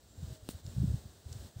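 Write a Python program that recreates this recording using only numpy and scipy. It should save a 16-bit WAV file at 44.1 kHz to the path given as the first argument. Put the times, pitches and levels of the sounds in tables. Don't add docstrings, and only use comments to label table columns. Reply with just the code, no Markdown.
import sys
import numpy as np
from scipy import signal
from scipy.fft import rfft, irfft
from scipy.io import wavfile

SR = 44100
rng = np.random.default_rng(int(sys.argv[2]) if len(sys.argv) > 2 else 0)


def materialize(psi):
    bounded = np.clip(np.atleast_2d(psi).T, -1, 1)
    quanta = np.round(bounded * 32767).astype(np.int16)
    wavfile.write(sys.argv[1], SR, quanta)


N = 70560
TIME = np.arange(N) / SR


def from_db(db):
    return 10 ** (np.asarray(db) / 20)


def envelope(points):
    return from_db(np.interp(TIME, *np.transpose(points)))


def coloured_noise(spectrum):
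    hz, db = np.transpose(spectrum)
    bin_hz = np.maximum(np.fft.rfftfreq(N, 1 / SR), 1)
    gain = from_db(np.interp(np.log(bin_hz), np.log(hz), db))
    noise = irfft(rfft(rng.standard_normal(N)) * gain, N)
    return noise / noise.std()


def damped_mode(start, hz, t60):
    age = np.maximum(TIME - start, 0)
    return np.sin(2 * np.pi * hz * age) * from_db(-60 * np.minimum(age / t60, 5))


# (time [s], level [dB])
HISS_ENVELOPE = [(0, -64.5), (.15, -63), (.24, -57), (.355, -55.5), (.385, -63), (.44, -61), (.5, -56.5),
                 (.6, -58), (.622, -63.5), (.68, -56.5), (.98, -55.5), (1.025, -59), (1.24, -62),
                 (1.32, -55.5), (1.47, -55.5), (1.515, -62.5), (1.55, -63), (1.6, -56.5)]
# (frequency [Hz], relative level [dB])
HISS_SPECTRUM = [(25, -19), (70, 1), (260, -1.5), (420, -3.5), (640, -5), (900, -12), (1200, -14.5),
                 (1650, -13.5), (2300, -21), (3000, -16), (3900, -11.5), (5200, -15), (6700, -15.5),
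                 (8100, -12), (10000, -24), (12500, -24.5), (15500, -18.5)]
def background_hiss():
    return envelope(HISS_ENVELOPE) * coloured_noise(HISS_SPECTRUM)


# (time [s], level [dB])
RUMBLE_ENVELOPE = [(0, -65), (.14, -62.5), (.2, -51.5), (.33, -52), (.38, -71), (.45, -58), (.56, -53.5),
                   (.61, -62), (.66, -53), (.74, -49.5), (.82, -39.5), (.95, -38), (1.01, -59.5),
                   (1.06, -50.5), (1.11, -62), (1.16, -59), (1.23, -71), (1.3, -52), (1.46, -52.5),
                   (1.54, -76), (1.6, -56)]
# (frequency [Hz], relative level [dB])
RUMBLE_SPECTRUM = [(20, -33), (40, -14.5), (60, 0.5), (90, -3), (140, -14.5), (220, -14), (350, -26.5),
                   (600, -43), (1500, -74)]
# (centre time [s], level [dB], frequency [Hz])
EDDIES = [(.187, -40, 87), (0.2322, -31, 130), (.246, -34, 84), (.281, -42, 92), (0.3109, -36, 100),
          (0.327, -36.5, 109), (0.4333, -43.5, 85.5), (0.462, -49, 87), (0.5519, -38.5, 87),
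          (.656, -35.5, 97), (0.6788, -35.5, 112), (.697, -41, 84), (0.768, -29, 113), (0.7839, -24, 129.5),
          (0.804, -22.5, 125), (0.8201, -22, 118), (.833, -32, 248), (0.8431, -19.5, 158),
          (0.8568, -26, 94), (.88, -22.5, 115.5), (0.906, -28.5, 87), (0.943, -21.5, 113),
          (1.055, -41, 111), (1.2661, -36.5, 84), (1.3035, -44, 96), (1.3176, -36, 91),
          (1.3632, -35.5, 101), (1.408, -43.5, 82), (1.452, -44.5, 85), (1.568, -35, 102),
          (1.594, -40, 129)]
def wind(rise_cycles=0.45, fall_cycles=0.68):
    pressure = envelope(RUMBLE_ENVELOPE) * coloured_noise(RUMBLE_SPECTRUM)
    for centre, db, hz in EDDIES:
        cycles = (TIME - centre) * hz
        width = np.where(cycles < 0, rise_cycles, fall_cycles)
        window = 1 / (1 + (cycles / width) ** 2 / 2) ** 2
        pressure += from_db(db) * window * np.sin(2 * np.pi * cycles)
    return pressure


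# (start [s], end [s], centre frequency [Hz], level [dB])
WHISTLE_BANDS = [(0.068, .27, 7340, -72.5), (0.628, 0.735, 7250, -68.5)]
def whistles(bandwidth_hz=260, fade_s=0.023):
    pressure = np.zeros(N)
    for start, end, hz, db in WHISTLE_BANDS:
        edges_hz = [hz - bandwidth_hz / 2, hz + bandwidth_hz / 2]
        bandpass = signal.butter(2, edges_hz, "band", fs=SR, output="sos")
        band = signal.sosfilt(bandpass, rng.standard_normal(N))
        fade = np.clip(np.minimum(TIME - start, end - TIME) / fade_s, 0, 1)
        pressure += from_db(db) * fade * band / band.std()
    return pressure


def far_tone(start_s=0.26, end_s=0.44, start_hz=653, fall_hz_per_s=192.6, db=-63, fade_s=0.038):
    hz = start_hz - fall_hz_per_s * (TIME - start_s)
    fade = np.clip(np.minimum(TIME - start_s, end_s - TIME) / fade_s, 0, 1)
    return from_db(db) * fade * np.sin(2 * np.pi * np.cumsum(hz) / SR)


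# (frequency [Hz], level [dB], decay time T60 [s])
POLE_MODES = [(1640, -43, 0.0032), (2684, -38, 0.0062), (4030, -31.5, 0.0025), (5330, -37, 0.0026),
              (8900, -30, 0.0026), (10200, -35, .002), (12500, -34, 0.0017), (14300, -42, .0015)]
# (frequency [Hz], relative level [dB])
TAIL_SPECTRUM = [(300, -32), (1500, -6), (2300, -9.5), (3000, -2), (4200, 1), (6300, -3), (8500, 4),
                 (11500, -7), (15500, -1)]
def knock(start_s=0.4894, contact_s=0.00075, tail_rise_s=0.0046, tail_hold_s=0.022, tail_t60_s=0.11):
    age = TIME - start_s
    contact = -from_db(-31) * np.sin(np.pi * np.clip(age / contact_s, 0, 1))
    pole = sum((-1) ** k * from_db(db) * damped_mode(start_s, hz, t60)
               for k, (hz, db, t60) in enumerate(POLE_MODES))
    thump = from_db(-23.5) * damped_mode(start_s + 0.00087, hz=215, t60=0.012)
    tail_rise = np.clip(age / tail_rise_s, 0, 1)
    tail_decay = from_db(-60 * np.maximum(age - tail_hold_s, 0) / tail_t60_s)
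    tail = from_db(-50.5) * tail_rise * tail_decay * coloured_noise(TAIL_SPECTRUM)
    return contact + pole + thump + tail


# (time [s], level before the high-pass [dB], frequency [Hz])
TICK_IMPACTS = [(.6653, -33.5, 5500), (.6659, -44, 6200), (1.3271, -32.5, 6300), (1.3297, -32, 5340),
                (1.3300, -37, 8050)]
def ticks(t60_s=0.0015, low_cut_hz=3300):
    clicks = sum(from_db(db) * damped_mode(start, hz, t60_s) for start, db, hz in TICK_IMPACTS)
    highpass = signal.butter(2, low_cut_hz, "high", fs=SR, output="sos")
    return signal.sosfilt(highpass, clicks + 1e-18)


def scene():
    return (background_hiss() + wind() + whistles() + far_tone() + knock() + ticks())[None]


def record(dry):
    cutoff_hz = 15700
    return signal.sosfilt(signal.ellip(12, .1, 80, cutoff_hz, fs=SR, output="sos"), dry)


dry = scene()
out = record(dry)
materialize(out)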